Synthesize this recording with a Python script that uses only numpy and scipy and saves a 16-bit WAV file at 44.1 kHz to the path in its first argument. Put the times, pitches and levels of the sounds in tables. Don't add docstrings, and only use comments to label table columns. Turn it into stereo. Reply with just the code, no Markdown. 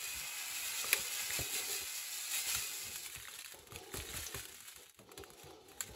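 import sys
import numpy as np
from scipy import signal
from scipy.fft import rfft, irfft, next_fast_len
from scipy.io import wavfile
from scipy.ndimage import uniform_filter1d

SR = 44100
rng = np.random.default_rng(int(sys.argv[2]) if len(sys.argv) > 2 else 0)


def to_wav(s):
    ch = np.atleast_2d(s).T
    pcm = np.round(np.clip(ch, -1, 1) * 32767)
    wavfile.write(sys.argv[1], SR, pcm.astype(np.int16))


N = 262659


def gain_of(db):
    return 10 ** (np.asarray(db) / 20)


def evened(x):
    return x / np.sqrt(np.mean(x ** 2) + 1e-20)


def read(points, hz, column=1):
    table = np.transpose(points)
    return np.interp(np.log(hz + 1), np.log(table[0] + 1), table[column])


def curves(rows):
    s, *columns = np.transpose(rows)
    return [np.interp(np.arange(N) / SR, s, column) for column in columns]


def colour(x, points):
    hz = abs(np.fft.fftfreq(4096, 1 / SR))
    log_gain = np.log(gain_of(read(points, hz)))
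    response = np.exp(np.conj(signal.hilbert(log_gain)))
    taps = np.fft.ifft(response).real[:2048]
    return signal.oaconvolve(x, taps)[:len(x)]


def ring(x, modes):
    out = 0
    for hz, width, db in modes:
        b, a = signal.iirpeak(hz, hz / width, SR)
        out = out + gain_of(db) * signal.lfilter(b, a, x)
    return out


def resonate(x, hz, width):
    turn = np.exp(2j * np.pi * np.cumsum(hz) / SR)
    pole = np.exp(-np.pi * width / SR)
    smooth = signal.lfilter([1 - pole], [1, -pole], x / turn)
    return 2 * (turn * smooth).real


def add(mix, s, sound):
    part = mix[round(s * SR):][:len(sound)]
    part += sound[:len(part)]


def patter(per_s, spread_db, clump_db, clump_s):
    hit = rng.random(N) < per_s / SR
    size = np.minimum(rng.exponential(1, N), 5)
    sign = rng.standard_normal(N)
    width = round(clump_s * SR)
    drift = uniform_filter1d(rng.standard_normal(N), width)
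    clumps = evened(uniform_filter1d(drift, width))
    return evened(hit * sign * gain_of(spread_db * size + clump_db * clumps))


# crest in seconds, change of level in dB.
SHAKE_ROWS = [(0.945, 3.5), (1.194, 5), (1.346, 6.5), (1.554, 4), (1.735, 3), (2.345, 6.5), (2.485, 6.5),
              (2.56, 3), (2.85, 0), (3.071, 7.5), (3.18, 4.5), (3.4, -3), (3.47, 10.5), (3.746, 11.5),
              (3.97, 8), (4.18, 3), (4.365, 4.5), (4.62, -1), (4.77, -4.5), (5.01, 10), (5.19, 9),
              (5.43, 4.5), (5.816, 16)]
SURGE_RISE_S, SURGE_FALL_S = 0.035, 0.056


def surges():
    t = np.arange(N) / SR
    total_db = np.zeros(N)
    for s, db in SHAKE_ROWS:
        side = np.where(t < s, SURGE_RISE_S, SURGE_FALL_S)
        total_db += db * np.exp(-((t - s) / side) ** 2)
    return total_db


# time in seconds, level in dB.
FLOW_LEVELS = [(0, -43.5), (0.62, -40.5), (0.9, -39), (1.28, -41.5), (1.66, -40.5), (1.9, -41.5),
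               (2.25, -42), (2.62, -39.5), (2.93, -44), (3.03, -44.5), (3.1, -42.5)]
# frequency in Hz, gain in dB.
CRYSTAL_SPECTRUM = [(300, -24), (900, -28.5), (1400, -14), (2200, -9), (3200, -7.5), (5100, 0), (6300, -6),
                    (7200, 0), (8400, -0.5), (9500, -2), (11500, -2.5), (14000, -9.5), (16500, -8)]
# centre in Hz, width in Hz, gain in dB.
MUG_MODES = [(842, 97, -10.5), (968, 260, -12.5), (1300, 210, -7.5), (1506, 230, -5), (1663, 99, -6.5),
             (2050, 135, 4.5), (2360, 140, -0.5), (2510, 85, 7.5), (2720, 180, -13), (3100, 250, -7.5),
             (3720, 120, -12), (4000, 110, -27), (4530, 94, -22), (4890, 130, -16), (7700, 200, -10.5)]
RING_DB, RING_FADE_DB_PER_S = -7, 2


def sugar():
    t = np.arange(N) / SR
    flow_db, = curves(FLOW_LEVELS)
    stop = np.clip((FLOW_LEVELS[-1][0] - t) / 0.12, 0, 1)
    ticks = evened(colour(patter(9000, 1.0, 1.0, 0.045), CRYSTAL_SPECTRUM))
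    rings = evened(ring(patter(5000, 0.42, 0.24, 0.0033), MUG_MODES))
    stream = ticks + gain_of(RING_DB - RING_FADE_DB_PER_S * t) * rings
    return gain_of(flow_db + surges()) * stop * stream


# time in seconds, hollow rush in dB, rumble under it in dB.
RUSH_LEVELS = [(0, -74, -65), (0.4, -78, -76), (0.75, -67, -70.5), (0.95, -53.5, -66), (1.02, -63.5, -72),
               (1.3, -67, -64), (1.56, -56, -62), (1.83, -61.5, -67), (1.9, -99, -98), (2.2, -82, -76),
               (2.58, -69.5, -62), (2.85, -63.5, -64.5), (3.36, -71.5, -74), (3.42, -92, -78),
               (3.51, -103, -87), (3.55, -62, -81), (3.66, -68, -69.5), (3.76, -51.5, -52.5),
               (3.88, -59, -68), (3.95, -59, -55), (4.1, -59, -67), (4.26, -66, -70), (4.31, -59, -72),
               (4.52, -65, -68.5), (4.68, -103, -77), (4.8, -62.5, -75), (4.94, -93, -75), (5.0, -75, -56),
               (5.08, -65, -71), (5.17, -58.5, -66), (5.19, -52, -57), (5.24, -58.5, -65), (5.3, -59, -68),
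               (5.52, -57, -71), (5.63, -64, -67.5), (5.8, -62, -69), (5.95, -58.5, -50)]
# time in seconds, lowest resonance in Hz.
HOLLOW_PITCH = [(0.0, 393), (0.23, 454), (0.28, 424), (1.34, 466), (1.37, 367), (1.92, 437), (2.95, 405),
                (3.08, 365), (3.15, 470), (3.21, 410), (3.45, 504), (3.48, 430), (3.66, 408), (4.74, 370),
                (4.81, 456), (5.24, 375), (5.57, 424), (5.63, 388), (5.93, 450), (5.95, 454)]
# multiple of the lowest resonance, width of the first filter pass in Hz, gain in dB.
HOLLOW_MODES = [(0.998, 142, 2.5), (1.9, 137, -1.5), (3.1, 300, -9.5)]
# frequency in Hz, gain in dB.
AIR_SPECTRUM = [(700, -20), (1300, -2), (2500, -1), (4500, 0), (5900, -2), (7000, -12), (16000, -30)]
RUSH_PER_DB = -0.21


def rush():
    rush_db, rumble_db = curves(RUSH_LEVELS)
    low_hz, = curves(HOLLOW_PITCH)
    flow = patter(20000, 0.69, 2.3, 0.02)
    hollow = np.zeros(N)
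    for multiple, width, db in HOLLOW_MODES:
        once = resonate(flow, multiple * low_hz, width)
        hollow += gain_of(db) * resonate(once, multiple * low_hz, 2 * width)
    airy = evened(hollow) + gain_of(-5.0) * evened(colour(flow, AIR_SPECTRUM))
    lumps = patter(20000, 0.45, 7.5, 0.034)
    low = ring(lumps, [(63.0, 81, 20.0), (124, 88, -23.0)])
    rumble = evened(ring(low, [(80.6, 260, 0)]))
    return gain_of(rush_db + RUSH_PER_DB * surges()) * airy + gain_of(rumble_db) * rumble


# start in seconds, swing in dB, nominal pitch in Hz
# (the swing sags from 1.52 to 0.9 of it), t60 in seconds (at least 0.03 is used), knock in dB, tick in dB.
THUMP_ROWS = [(0.843, -54, 144, 0.077, -42.5, -27), (0.9314, -66, 140, 0.022, -35, -20),
              (1.39, -31, 111.3, 0.099, -40, -47), (1.415, -40, 113, 0.095, -47, -60),
              (1.439, -50, 110, 0.069, -58, -57), (2.469, -53, 89.5, 0.092, -54, -56),
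              (3.16, -47, 117, 0.17, -60, -64), (3.538, -61, 92.5, 0.15, -52.5, -60),
              (3.593, -55, 74, 0.13, -80, -60), (3.721, -43, 93, 0.11, -60, -49),
              (3.941, -42, 81, 0.19, -42.5, -39), (3.982, -35.5, 71, 0.15, -54, -60),
              (4.142, -38, 97, 0.11, -45, -36), (4.182, -40, 77.4, 0.17, -53, -60),
              (4.342, -42.5, 120.4, 0.23, -48.5, -37), (4.99, -60, 209.4, 0.48, -58.5, -47),
              (5.43, -54, 146.5, 0.4, -72, -51), (5.888, -48, 112, 0.2, -55.5, -60)]
KNOCK_SHARE = 0.81


def thumps():
    out, t = np.zeros(N), np.arange(13000) / SR
    noise = rng.standard_normal((len(THUMP_ROWS), len(t)))
    for (s, db, hz, t60, knock_db, tick_db), puff in zip(THUMP_ROWS, noise):
        t60 = max(t60, .03)
        turns = np.cumsum(hz * (.9 + 0.62 * np.exp(-t / 0.0087))) / SR
        swing = np.sin(2 * np.pi * turns)
        swing += 0.83 * np.sin(2 * np.pi * 0.58 * turns)
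        swing += 0.2 * np.sin(2 * np.pi * 1.4 * turns)
        swing *= (1 - np.exp(-t / 0.002)) ** 2 * gain_of(db - 60 * t / t60)
        knock = evened(ring(ring(puff, [(400, 520, 0)]), [(380, 410, 0)]))
        knock *= (1 - np.exp(-t / 0.00046)) * gain_of(knock_db - 60 * t / (KNOCK_SHARE * t60))
        tick = evened(ring(puff, [(1205, 26, 66.0), (2210, 280, 4.4)]))
        tick *= gain_of(tick_db - 60 * t / 0.02)
        add(out, s, swing + knock + tick)
    return out


# start in seconds, rms level of the first two milliseconds in dB,
# panel pitch in Hz, peak of the crack re the panel in dB, fray re the first crack in dB.
SNAP_ROWS = [(0.9299, -15, 2440, 6, -14.5), (0.9333, -25.5, 2320, 13, -15), (0.936, -30, 1800, -8, 0),
             (1.305, -32, 1970, -7, 6), (2.5472, -30.5, 2630, 15, 12), (2.9576, -35.5, 2620, 24, -3),
             (3.061, -39, 2320, 8, 8), (3.099, -45, 2500, 7, -14), (3.15, -38, 2590, 15, -7),
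             (3.199, -46, 1980, 0, -2), (3.2304, -47, 3780, 1, -2), (3.252, -42, 1930, -4, -9),
             (3.274, -43, 1970, -11, -6), (3.283, -42, 1400, -6.5, -6), (3.338, -43, 3520, 0, 8),
             (3.356, -49, 3000, 17, 0), (3.389, -38.5, 2670, 8, -3), (3.411, -46, 4200, -2, -6),
             (3.421, -45, 2650, 2, -4), (3.4456, -40.5, 2560, 3, 1), (3.4525, -44, 4400, -10, -2),
             (3.46, -40, 4020, 8, -12), (3.482, -46, 2500, 17, -6), (3.511, -48, 2500, 18, -14),
             (3.521, -43, 2500, 21, -2), (3.5448, -44, 3000, 29, -11), (3.59, -47.5, 2560, 28, -8),
             (3.671, -47.5, 1150, 11, -6), (3.687, -60, 1300, -2, -8), (3.7207, -44, 1280, 2.5, -2),
             (3.76, -36.5, 2530, 7, -34), (3.919, -49, 1980, -8, -8), (3.9398, -35.5, 1340, 2.5, -8),
             (3.971, -34, 2450, 32, -8), (4.092, -53, 2500, 11, 0), (4.139, -40.5, 2060, 3, -3),
             (4.1708, -38, 3720, 20, 12), (4.345, -34.5, 1260, 4.5, 5), (4.395, -41, 1390, 11, -4),
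             (4.454, -39, 2360, 24, -8), (4.5438, -47.5, 2050, 25, 13), (4.6037, -46.5, 1270, 22, 17),
             (4.67, -64, 3060, 18, -12), (4.689, -53, 2500, 13, 6), (4.7605, -43, 2510, 19, -7),
             (4.896, -48, 2080, 27, -12), (4.945, -56, 2500, 15, -6), (4.99, -50, 2530, 3, -4),
             (5.092, -52.5, 1060, -19, -6), (5.116, -47.5, 1280, 6.5, 8), (5.1768, -39, 1600, 12, -7),
             (5.237, -42.5, 1430, -1.5, 2), (5.3036, -46, 1190, 12, -15), (5.334, -52, 1250, 9, -2),
             (5.416, -59, 2480, 18, -10), (5.433, -48.5, 1370, 10, -3), (5.47, -55, 2460, -1, 3),
             (5.507, -52, 1100, -1, 0), (5.685, -53, 1580, 29, -4), (5.717, -50, 1320, 3, -14),
             (5.778, -58, 1600, -10, -4), (5.806, -27.5, 7350, 1, 20)]
# frequency in Hz, gain in dB.
FILM_SPECTRUM = [(300, -28), (900, -12), (1400, -4), (3000, -5), (5000, -4), (6200, -6), (8400, 0),
                 (10300, -1), (12400, -5), (16500, -12)]
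SNAP_RISE_S, FRAY_T60_S = 0.0011, 0.036
PANEL_T60_S = 0.0037
OVERTONE, OVERTONE_DB = 1.897, -6.5


def snaps():
    out, t = np.zeros(N), np.arange(2600) / SR
    noise = rng.standard_normal((len(SNAP_ROWS), len(t)))
    for (s, db, hz, bright_db, fray_db), puff in zip(SNAP_ROWS, noise):
        flip = np.sign(puff) * gain_of(-60 * t / .004) * (1 - np.exp(-t / .0002))
        fray = puff * (1 - np.exp(-t / SNAP_RISE_S)) * gain_of(fray_db - 60 * t / FRAY_T60_S)
        crack = colour(flip + fray, FILM_SPECTRUM)
        shudder = np.sin(2 * np.pi * hz * t)
        shudder += gain_of(OVERTONE_DB) * np.sin(2 * np.pi * OVERTONE * hz * t)
        panel = shudder * t ** 2 * gain_of(-60 * t / PANEL_T60_S)
        both = gain_of(bright_db) * crack / abs(crack).max() + panel / abs(panel).max()
        onset_rms = np.sqrt(np.mean(both[:80] ** 2))
        add(out, s, gain_of(db) * both / onset_rms)
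    return out


def creases(per_s, spread_db, clump_db, cycles, count):
    t, out = np.arange(300) / SR, np.zeros(N)
    drive = patter(per_s, spread_db, clump_db, 0.0031)
    which = rng.integers(0, count, N)
    for k, hz in enumerate(np.geomspace(1800, 13000, count)):
        fold = evened(np.sin(2 * np.pi * hz * t) * np.exp(-t * hz / cycles))
        out += signal.oaconvolve(drive * (which == k), gain_of(read(FILM_SPECTRUM, hz)) * fold)[:N]
    return evened(out)


# time in seconds, level in dB.
FLEX_LEVELS = [(2.9, -66), (3.12, -51), (3.22, -53), (3.31, -50.5), (3.41, -46), (3.44, -66), (3.46, -65),
               (3.53, -56), (3.66, -64.5), (3.9, -56.5), (4.1, -47), (4.24, -45.5), (4.33, -48.5),
               (4.4, -49.5), (4.5, -53), (4.8, -51), (4.95, -69), (5.1, -76.5), (5.4, -60), (5.61, -76),
               (5.72, -57.5), (5.79, -68.5), (5.86, -62), (5.95, -57)]
DULL_DB, DULL_PER_DB = -2, 0.1


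def bag():
    surge_db = surges()
    flex_db, = curves(FLEX_LEVELS)
    dull_db = DULL_DB + DULL_PER_DB * surge_db
    start = np.clip((np.arange(N) / SR - FLEX_LEVELS[0][0]) / 0.26, 0, 1)
    slide = evened(colour(patter(12000, 0.57, 2.5, 0.012), FILM_SPECTRUM))
    crackle = creases(800, 2., 3.5, 1.5, count=14)
    film = evened(gain_of(-5) * crackle + slide)
    dull = signal.lfilter(*signal.butter(2, 2200, fs=SR), film)
    return gain_of(flex_db + surge_db) * start * (film + (gain_of(dull_db) - 1) * dull)


# frequency in Hz, lead in radians.
CHANNEL_LEAD = [(0, 0), (1800, .85), (3500, .7), (4300, 1.3), (5500, 3.05), (6850, 6.2), (7300, 6.55),
                (8750, 9.3), (9450, 9.55), (11000, 12.4), (11750, 12.7), (13200, 15.55), (14200, 15.85),
                (15250, 18.75), (22050, 19)]
# frequency in Hz, difference in dB.
CHANNEL_TILT = [(40, -1.3), (120, 0), (330, -2), (600, .5), (1170, 3.5), (2500, 3), (4200, .5), (5200, -1),
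                (8000, 0)]


def stereo(x):
    size = next_fast_len(N + 1024)
    hz = np.fft.rfftfreq(size, 1 / SR)
    lead = np.interp(hz, *np.transpose(CHANNEL_LEAD))
    half = gain_of(read(CHANNEL_TILT, hz) / 2) * np.exp(-.5j * lead)
    return irfft(rfft(x, size) * np.array([half, 1 / half]), size)[:, :N]


# frequency in Hz, level re the sound sent to them in dB, t60 in seconds.
KITCHEN_BANDS = [(350, -5, .2), (700, -3, .15), (1500, -6, .1), (3300, -2, .09), (4300, -2, .09),
                 (5300, -5, .09), (6200, -1, .09), (7000, -10, .09), (9000, -11, .08), (16000, -9, .07)]


def kitchen(x):
    taps = np.zeros((12, 2, 12000))
    at = np.arange(60, 11980, 20) + rng.integers(0, 20, (12, 2, 596))
    np.put_along_axis(taps, at, rng.choice([-1., 1.], at.shape), 2)
    hz, t, z = signal.stft(taps, SR, nperseg=128)
    t60 = np.maximum(read(KITCHEN_BANDS, hz, column=2), .03)
    band_gain = gain_of(read(KITCHEN_BANDS, hz))
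    decay = gain_of(-60 * t / t60[:, None])
    decay /= np.linalg.norm(decay, axis=1)[:, None]
    tails = signal.istft(z * decay * band_gain[:, None], SR, nperseg=128)[1]
    tails /= np.sqrt(np.mean(np.sum(tails ** 2, 2)) / np.mean(band_gain ** 2))
    place = np.arange(N) / SR * 14 % len(tails)
    out = np.zeros((2, N))
    for k, tail in enumerate(tails):
        apart = np.minimum(abs(place - k), len(tails) - abs(place - k))
        fade = np.cos(np.pi / 2 * np.minimum(apart, 1))
        out += signal.oaconvolve((x * fade)[None], tail, axes=1)[:, :N]
    return out


SPREAD_DB, HITS_WET_DB = 2, -5


def scene():
    steady = sugar() + rush() + bag()
    hits = thumps() + snaps()
    sent = gain_of(SPREAD_DB) * steady + gain_of(HITS_WET_DB) * hits
    airborne = signal.sosfilt(signal.butter(2, 130, "high", fs=SR, output="sos"), sent)
    return stereo(steady + hits) + kitchen(airborne)


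EDGE_HZ = 15720


def record(dry):
    lean = signal.sosfilt(signal.butter(4, 50, "high", fs=SR, output="sos"), dry)
    edge = signal.firwin(511, EDGE_HZ, window=("kaiser", 9), fs=SR)
    return signal.oaconvolve(lean, edge[None], "same")


dry = scene()
out = record(dry)
to_wav(out)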